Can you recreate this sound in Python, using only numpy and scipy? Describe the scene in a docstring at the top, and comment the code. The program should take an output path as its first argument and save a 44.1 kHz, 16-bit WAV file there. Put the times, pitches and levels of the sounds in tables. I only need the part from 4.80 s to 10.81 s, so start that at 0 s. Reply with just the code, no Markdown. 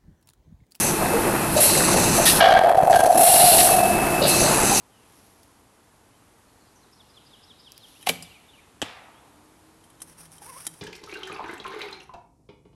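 """Bow shot in a pine forest

An archer draws: sleeves brush, the arrow ticks on the bow, slides off, and the string slams home.
The arrow thuds into a distant target and the trunks scatter the sound; then the next arrow rustles
and squeaks out of a quiver. A songbird trills through the draw and closes with falling slurs,
over soft forest air and, near the end, a faint far engine."""
import sys
import numpy as np
from scipy import signal
from scipy.fft import rfft, irfft
from scipy.io import wavfile

SR = 44100
rng = np.random.default_rng(int(sys.argv[2]) if len(sys.argv) > 2 else 0)


def dump_mix(stems):
    """Bounce the given channels to the path in sys.argv[1] as a 16-bit WAV at rate SR."""
    frames = np.atleast_2d(stems).T  # one column per channel
    limited = np.clip(frames, -1, 1)  # hard clip at full scale
    pcm = np.round(limited * 32767).astype(np.int16)
    wavfile.write(sys.argv[1], SR, pcm)


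N = 265041
TIME = np.arange(N) / SR


def from_db(db):
    """Decibels to gain."""
    return 10 ** (np.asarray(db) / 20)


def unit_rms(x):
    """Scale to unit power."""
    return x / np.sqrt(np.mean(x ** 2) + 1e-20)


def at_hz(rows, hz, column=1):
    """Read one column of a table on a log-frequency axis."""
    rows = np.array(rows)
    return np.interp(np.log(np.maximum(hz, 1)), np.log(rows[:, 0]), rows[:, column])


def phase(hz):
    """Running phase of a moving frequency."""
    return 2 * np.pi * np.cumsum(hz) / SR


def drift(rate_hz):
    """Random wander of unit power."""
    knots = rng.standard_normal(16384)
    return unit_rms(np.interp(TIME * rate_hz, np.arange(len(knots)), knots))


def swell(peak_s, rise_s, hold_s, fall_s):
    """Envelope that grows to 1, holds, and dies away."""
    rise = np.minimum(TIME - peak_s, 0) / rise_s
    fall = np.maximum(TIME - peak_s - hold_s, 0) / fall_s
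    return np.exp(np.maximum(rise - fall, -40))


def colour(x, spectrum, size=2048):
    """Minimum-phase filter with the given spectrum."""
    gain = from_db(at_hz(spectrum, np.arange(size + 1) * SR / (2 * size)))
    cepstrum = irfft(np.log(gain))
    cepstrum[1:size] *= 2
    cepstrum[size + 1:] = 0
    return signal.oaconvolve(x, irfft(np.exp(rfft(cepstrum))))[:N]


def low_pass(x, hz):
    """Steep treble cut."""
    return signal.sosfilt(signal.ellip(10, .1, 70, hz, fs=SR, output="sos"), x)


def cracks(rows):
    """Each contact chatters: a noise burst that starts at once and dies away."""
    power = np.zeros(N)
    for start_s, db, decay_s, *_ in rows:
        at = round(start_s * SR)
        age = TIME[:min(N - at, SR // 4)]
        power[at:at + len(age)] += (from_db(db) * np.exp(-age / decay_s)) ** 2
    return np.sqrt(power) * rng.standard_normal(N)


def struck(rows, modes, db_column=1):
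    """Each blow rings the body's modes as dying sines; neighbours swing in opposite senses."""
    age, out = TIME[:SR // 2], np.zeros(N)
    ring = sum((-1) ** k * from_db(db - 60 * age / t60_s) * np.sin(2 * np.pi * hz * age)
               for k, (hz, db, t60_s) in enumerate(modes))
    for row in rows:
        at = round(row[0] * SR)
        out[at:at + len(age)] += from_db(row[db_column]) * ring[:N - at]
    return out


def rubbing(spectrum, grain_db, clump_db):
    """Fibres catch and slip: noise in tiny grains that come in clumps."""
    grains = rng.standard_normal(N) * from_db(grain_db * drift(1200) + clump_db * drift(110))
    return unit_rms(colour(grains, spectrum))


# String slapping and rattling on the bow. Each row: start in seconds, level in dB, decay in seconds.
STRING_SLAPS = [(3.2886, -12, 0.0029), (3.2912, -7, 0.0035), (3.2972, -16, 0.0067), (3.3095, -34.5, 0.019)]
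# Slap spectrum. Each row: frequency in Hz, gain in dB.
SLAP_COLOUR = [(30, -22), (150, -3.5), (800, -2), (1200, -12), (1600, -6), (2300, 3.5), (3000, -1),
               (3900, -0.5), (4800, -4.5), (7000, -7), (11500, -1.5), (13500, -22)]
# String stopping the limbs. Each row: start in seconds, level in dB.
LIMB_STOP = [(3.2941, -14)]
# Bow and string modes. Each row: frequency in Hz, level in dB, T60 in seconds.
BOW_MODES = [(85.4, -36, 0.49), (167, -19.5, 0.22), (205, -14.5, 0.042), (253, -18.5, 0.2),
             (403, -7.5, 0.028), (466, -9, 0.085), (594, -7, 0.048), (727, -8, 0.037), (1238, -19, 0.052),
             (2300, -5, 0.049), (3020, 4.5, 0.016)]


def string_slam():
    """The string snaps taut and the limbs ring."""
    return colour(cracks(STRING_SLAPS), SLAP_COLOUR) + struck(LIMB_STOP, BOW_MODES)


# Friction spectrum. Each row: frequency in Hz, gain in dB.
SLIDE_COLOUR = [(100, -16), (600, -2.5), (1300, -8.5), (2200, 3.5), (3000, 3), (5000, -4.5), (7000, -9),
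                (11500, -3), (13500, -24.5)]
# String kicking the shaft. Each row: start in seconds, level in dB.
SHAFT_KICK = [(3.2712, -9)]
# Shaft modes. Each row: frequency in Hz, level in dB, T60 in seconds.
SHAFT_MODES = [(195, -26, 0.054), (722, -3.5, 0.033), (830, -3, 0.019), (1116, -18.5, 0.048)]


def release():
    """The string scuffs off the fingers and kicks the shaft, which rubs past the bow."""
    release_s = SHAFT_KICK[0][0]
    scuff = from_db(-15.5) * swell(release_s, rise_s=0.0029, hold_s=0, fall_s=0.0045)
    rub = from_db(-26.5) * swell(release_s, rise_s=0.002, hold_s=0.012, fall_s=0.009)
    friction = np.hypot(scuff, rub) * rng.standard_normal(N)
    return colour(friction, SLIDE_COLOUR) + struck(SHAFT_KICK, SHAFT_MODES)


# Arrow piercing and stopping. Each row: start in seconds, crack in dB, decay in seconds, push in dB.
TARGET_BLOWS = [(4.0174, -18, 0.0031, -43), (4.0225, -23.5, 0.0039, -39), (4.0251, -28.5, .008, -17)]
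# Crack spectrum. Each row: frequency in Hz, gain in dB.
TARGET_COLOUR = [(30, -25), (120, 4.5), (750, 5), (1200, 0), (1800, 3), (2200, 0), (3150, 13), (4300, -5.5),
                 (6000, -4), (8000, 1.5), (9300, -15), (11500, -10.5), (13000, -39)]
# Target modes. Each row: frequency in Hz, level in dB, T60 in seconds.
TARGET_MODES = [(99, -17.5, 0.079), (213, -7.5, 0.025), (295, -3, 0.028), (810, -2, 0.011),
                (1650, -20, 0.04)]
# Scatter on the long path back. Each row: frequency in Hz, gain in dB, T60 in seconds.
FAR_PATH = [(70, -8, 0.47), (140, -2, .45), (446, -4.5, 1), (800, 4.5, 2), (1490, 0, 1.26),
            (2840, 1.5, 0.73), (5460, -13.5, 0.62), (10000, -19.5, 0.23), (13000, -46, 0.27)]


def target(echo_db=3.5):
    """The point cracks in twice, then the target thuds; the wood echoes it all as one blow."""
    piercing = colour(cracks(TARGET_BLOWS), TARGET_COLOUR)
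    thud = struck(TARGET_BLOWS, TARGET_MODES, db_column=3)
    impulse = np.zeros(N)
    impulse[round(TARGET_BLOWS[0][0] * SR)] = from_db(echo_db)
    return piercing + thud + trees(impulse, FAR_PATH, build_s=0.0048, uneven_db=-1)


# Arrow on the bow during the draw. Each row: start in seconds, level in dB, decay in seconds.
DRAW_TICKS = [(.631, -53, 0.0051), (2.9200, -38, 0.001), (2.9252, -51, 0.0014), (2.9785, -39, 0.0011)]
# Arrows on hand, bow and quiver; a thin clink as the bow swings out after the shot.
# Each row: start in seconds, tick in dB, decay in seconds, ring in dB.
ARROW_TICKS = [(3.2275, -44.5, 0.0037, -39), (5.039, -60, 0.015, -51), (5.1016, -59, .008, -53),
               (5.203, -53, 0.012, -47), (5.2182, -35, 0.007, -57), (5.4553, -51, .003, -52),
               (5.5182, -49, 0.0034, -58), (5.581, -48.5, 0.0058, -48), (5.8513, -43, 0.014, -64),
               (5.867, -22.5, 0.0032, -33.5), (5.8742, -27, 0.0019, -33), (5.9392, -49.5, .005, -55)]
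CLINK = [(3.4245, -38.5, 0.0058, -44)]
# Tick spectra. Each row: frequency in Hz, gain in dB.
DRAW_TICK_COLOUR = [(300, -31), (3000, -2), (4300, 3), (5600, 9), (7500, -2), (11000, 10), (15000, -4)]
TICK_COLOUR = [(300, -1.5), (1500, -1), (3200, -3.5), (4400, -5), (5500, 5), (7300, 0.5), (9300, 13),
               (11500, 6.5), (13000, -14), (15500, -24)]
# Arrow and clink modes. Each row: frequency in Hz, level in dB, T60 in seconds.
ARROW_MODES = [(317, -18.5, 0.22), (835, -13, 0.038), (1780, -14, 0.035), (3140, -5, 0.052),
               (3870, -10.5, 0.05)]
CLINK_MODES = [(4910, 3, 0.068), (5507, -7, 0.072), (7340, -3, 0.088), (8400, -2, 0.061), (9862, -3, 0.081)]


def ticks():
    """Light contacts click brightly and set the shafts ringing."""
    draw = colour(cracks(DRAW_TICKS), DRAW_TICK_COLOUR)
    clicks = colour(cracks(ARROW_TICKS + CLINK), TICK_COLOUR)
    shafts = struck(ARROW_TICKS, ARROW_MODES, db_column=3)
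    return draw + clicks + shafts + struck(CLINK, CLINK_MODES, db_column=3)


# Shaft leaving the quiver. Each row: time in seconds, slip rate in Hz.
SLIP_RATES = [(5.62, 430), (5.64, 380), (5.698, 541.3), (5.736, 470), (5.76, 502), (5.8, 670.1),
              (5.828, 740), (5.85, 1100)]
# Squeak harmonics. Each row: multiple of the slip rate, level in dB.
SQUEAK_HARMONICS = [(1, -12.5), (2, -1), (3, -28), (4, -18.5), (5, -25)]


def squeak(holder_hz=551, width_hz=49, jitter=0.0153, rough_db=3, fade_db_per_s=32, edge_s=0.0011):
    """The shaft sticks and slips faster as the pull speeds up, and sings at its holder's resonance."""
    times_s, rates_hz = np.transpose(SLIP_RATES)
    slip_hz = np.interp(TIME, times_s, rates_hz)
    slip_phase = phase(slip_hz * (1 + jitter * drift(300)))
    tone = sum(from_db(db + rough_db * drift(120)) * np.sin(multiple * slip_phase)
               for multiple, db in SQUEAK_HARMONICS)
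    age = np.maximum(TIME - times_s[0], 0)
    catch_db = 10 * np.exp(-age / 0.0052)   # the first slip is stronger
    grip = from_db(-39.5 - fade_db_per_s * age + catch_db)
    gate = swell(times_s[0], edge_s, times_s[-1] - times_s[0], edge_s)
    resonance = 1 / np.hypot(1, 2 * (slip_hz - holder_hz) / width_hz)
    return np.sqrt(2) * grip * gate * resonance * tone


# Cloth brushes. Each row: peak time in seconds, level in dB, rise in seconds, fall in seconds.
SLEEVE_BRUSHES = [(.36, -67, 0.15, 0.36), (3.09, -63, 0.06, 0.09), (3.228, -59.5, 0.0365, 0.022)]
# Cloth spectrum. Each row: frequency in Hz, gain in dB.
SLEEVE_COLOUR = [(300, -8), (1500, -9), (4000, -2), (5800, 2), (8000, -6.5), (10500, 5.5), (11900, 5),
                 (12500, -22)]


def sleeves(gain_db=5.5):
    """Cloth rubs as the bow is raised and drawn."""
    brushes = sum(from_db(db + gain_db) * swell(peak_s, rise_s, 0, fall_s)
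                  for peak_s, db, rise_s, fall_s in SLEEVE_BRUSHES)
    return brushes * rubbing(SLEEVE_COLOUR, grain_db=3, clump_db=0.9)


# Feather strokes. Each row: start in seconds, length in seconds, starting level in dB.
FEATHER_STROKES = [(5.284, 0.044, -53.5), (5.391, 0.067, -51), (5.527, 0.045, -54.5), (5.631, 0.217, -48),
                   (5.904, .1, -59)]
# Feather spectrum. Each row: frequency in Hz, gain in dB.
FEATHER_COLOUR = [(300, -3), (1500, -1), (3000, -5.5), (4200, -10), (5600, 2), (7300, -11.5), (9300, 7),
                  (11800, 0), (12600, -15), (15500, -16)]


def feathers(growth_db_per_s=12.5):
    """Feathers rub as the next arrow is pulled; each stroke grows as the hand speeds up."""
    strokes = np.zeros(N)
    for start_s, length_s, db in FEATHER_STROKES:
        gain = from_db(db + growth_db_per_s * np.clip(TIME - start_s, 0, length_s))
        strokes += gain * swell(start_s, rise_s=0.013, hold_s=length_s, fall_s=0.011)
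    return strokes * rubbing(FEATHER_COLOUR, grain_db=1.5, clump_db=2.4)


def sing(out, start_s, db, hz, wobble, wobble_hz, shape=1):
    """Add one note to out: a sine of unsteady pitch under a rounded arch."""
    at, count = round(start_s * SR), len(hz)
    unsteady_hz = hz * (1 + wobble * drift(wobble_hz)[at:at + count])
    arch = np.sqrt(np.abs(np.sin(np.linspace(0, np.pi, count))))
    out[at:at + count] += from_db(db) * shape * arch * np.sin(phase(unsteady_hz))


# Trill syllables. Each row: start in seconds, buzz in dB, whistle in dB, pitch factor.
SYLLABLES = [(1.783, -72, -65, 1.4), (1.944, -60, -61.5, 1.16), (2.112, -59, -52, 1.04),
             (2.281, -60.5, -50, 0.98), (2.446, -57.5, -48.5, 0.97), (2.614, -54, -47.5, 1),
             (2.777, -54, -47, 0.97), (2.949, -54, -44, 0.99)]


def trill(buzz_s=0.05, buzz_rate_hz=210, whistle_delay_s=0.051, whistle_s=0.064):
    """Each syllable is a buzz, then a whistle that falls, swells to an accent and drops sharply."""
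    out = np.zeros(N)
    buzz_age, age = TIME[:round(buzz_s * SR)], TIME[:round(whistle_s * SR)]
    buzz_base_hz = 5080 * (1 + 0.055 * np.sin(2 * np.pi * buzz_rate_hz * buzz_age))
    end_drop_hz = 520 * np.exp((age - whistle_s) / 0.006)
    whistle_base_hz = 4480 - 23500 * age - end_drop_hz
    accent = np.maximum(np.exp(-((age - 0.047) / 0.013) ** 2), from_db(-14))
    for start_s, buzz_db, whistle_db, pitch in SYLLABLES:
        sing(out, start_s, buzz_db, pitch * buzz_base_hz,
             wobble=0.021, wobble_hz=550, shape=np.hanning(len(buzz_age)))
        sing(out, start_s + whistle_delay_s, whistle_db, pitch * whistle_base_hz,
             wobble=0.012, wobble_hz=250, shape=accent)
    return out


# Lone slurs. Each row: start in seconds, length in seconds, first and last pitch in Hz, level in dB.
LONE_SLURS = [(0.09, 0.18, 3300, 2470, -68.5), (1.32, 0.063, 2790, 3370, -72),
              (1.67, 0.038, 4200, 4450, -71), (1.803, 0.041, 4440, 4120, -69),
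              (3.145, 0.035, 2200, 3040, -58), (3.204, 0.038, 3200, 2390, -53.5),
              (4.303, 0.12, 2830, 3710, -65)]
# Runs that close the song. Each row: start in seconds, note spacing in seconds, level in dB.
SLUR_RUNS = [(3.445, .052, -54), (3.682, .046, -56)]


def slurs(top_hz=3780, step_ratio=0.81, fall_ratio=0.89, note_s=0.034):
    """Hoarse gliding notes, alone or in runs of three that step downwards."""
    out, notes = np.zeros(N), list(LONE_SLURS)
    for start_s, spacing_s, db in SLUR_RUNS:
        for k in range(3):
            hz = top_hz * step_ratio ** k
            notes.append((start_s + k * spacing_s, note_s, hz, hz * fall_ratio, db))
    for start_s, length_s, from_hz, to_hz, db in notes:
        glide_hz = np.linspace(from_hz, to_hz, round(length_s * SR))
        sing(out, start_s, db, glide_hz, wobble=0.03, wobble_hz=600)
    return out


# Treetop scatter. 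Each row: frequency in Hz, gain in dB, T60 in seconds.
TREETOPS = [(1990, -5, .7), (3300, -5, 1.0), (5000, -2.5, .9), (8000, -6, .4)]


def bird(flutter_db=1.7):
    """Branches in the way make the song flutter; the treetops return a soft wash."""
    song = np.sqrt(2) * (trill() + slurs()) * from_db(flutter_db * drift(180))
    blurred = song * (0.35 + 0.95 * drift(1300))   # fast modulation smears the pitch
    echo = trees(blurred, TREETOPS, build_s=0.02, uneven_db=1)
    return from_db(-1.15) * song + from_db(0.5) * echo


def trees(x, scatter, build_s, uneven_db):
    """Countless trunks return echoes of uneven strength; each half octave dies at its own rate."""
    age, response = TIME[:SR * 3 // 2], 0
    edges_hz = 60 * 2 ** (np.arange(17) / 2)
    trunks = from_db(uneven_db * np.repeat(rng.standard_normal(len(age)), 40)[:len(age)])
    build_up = 1 - np.exp(-(age / build_s) ** 2)
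    echoes = rng.standard_normal((2, len(age))) * trunks * build_up
    for k, (low_hz, high_hz) in enumerate(zip(edges_hz, edges_hz[1:])):
        hz = np.sqrt(low_hz * high_hz)
        dying = echoes[k % 2] * from_db(-60 * age / at_hz(scatter, hz, column=2))
        band = signal.sosfilt(signal.butter(2, [low_hz, high_hz], "band", fs=SR, output="sos"), dying)
        response = response + from_db(at_hz(scatter, hz)) * band / np.linalg.norm(dying)
    return signal.fftconvolve(x, response)[:N]


# Near and deep forest scatter. Each row: frequency in Hz, gain in dB, T60 in seconds.
CLOSE_TREES = [(100, -5, 1), (393, -12.5, 0.33), (826, -14.5, 0.13), (1300, -7, 0.15), (2500, -18, 0.66),
               (5000, -15, 0.22), (11000, -13, 0.23)]
DEEP_TREES = [(100, -19, 0.49), (400, -24, 0.71), (1000, -18, 0.73), (2500, -22, 1), (5000, -20, 1),
              (11000, -21.5, 0.99)]


def forest_echo(x):
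    """The ground and nearby trunks answer first, then the wood around."""
    close = trees(x, CLOSE_TREES, build_s=0.004, uneven_db=3)
    return close + trees(x, DEEP_TREES, build_s=0.025, uneven_db=2.5)


# Air spectrum. Each row: frequency in Hz, gain in dB.
AIR_COLOUR = [(15, -46), (25, -13.5), (49, -5), (103, -1.5), (168, -6), (304, -3.5), (364, -8), (459, -6.5),
              (523, -10.5), (875, -8), (945, -8.5), (1620, -15.5), (2650, -19.5), (5310, -23), (11800, -21),
              (15300, -63), (22000, -120)]


def forest_air(level_db=-57.5, top_hz=12150):
    """Soft air in the pines, wavering slightly in level."""
    air = unit_rms(low_pass(colour(rng.standard_normal(N), AIR_COLOUR), top_hz))
    return from_db(level_db + 0.5 * drift(3.16)) * air


# Engine partials. Each row: harmonic number, peak time in seconds, hold in seconds, level in dB.
ENGINE_PARTIALS = [(2, 4.6, 0.67, -64), (1, 5.3, 0.63, -63)]


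def engine(start_s=4.44, from_hz=140, top_hz=163, run_up_s=0.25):
    """A far engine runs up to speed; its partials swell in turn and waver on the way."""
    age = np.maximum(TIME - start_s, 0)
    hz = top_hz - (top_hz - from_hz) * np.exp(-age / run_up_s)
    turn = phase(hz * (1 + 0.0051 * drift(25)))
    hum = sum(from_db(db) * swell(peak_s, 0.17, hold_s, 0.074) * np.sin(round(multiple) * turn)
              for multiple, peak_s, hold_s, db in ENGINE_PARTIALS)
    return np.sqrt(2) * hum * from_db(2.3 * drift(14))


def scene():
    """Near sounds are almost dry; the bird and the target come through the trees."""
    shot = release() + string_slam()
    handling = ticks() + sleeves() + feathers() + squeak()
    echo = forest_echo(shot + from_db(-3) * handling)   # the quiver is closer than the bow, so drier
    return (shot + handling + echo + target() + bird() + forest_air() + engine())[None]


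def record(dry):
    """The top is cut."""
    return low_pass(dry, hz=15900)


dry = scene()
out = record(dry)
dump_mix(out)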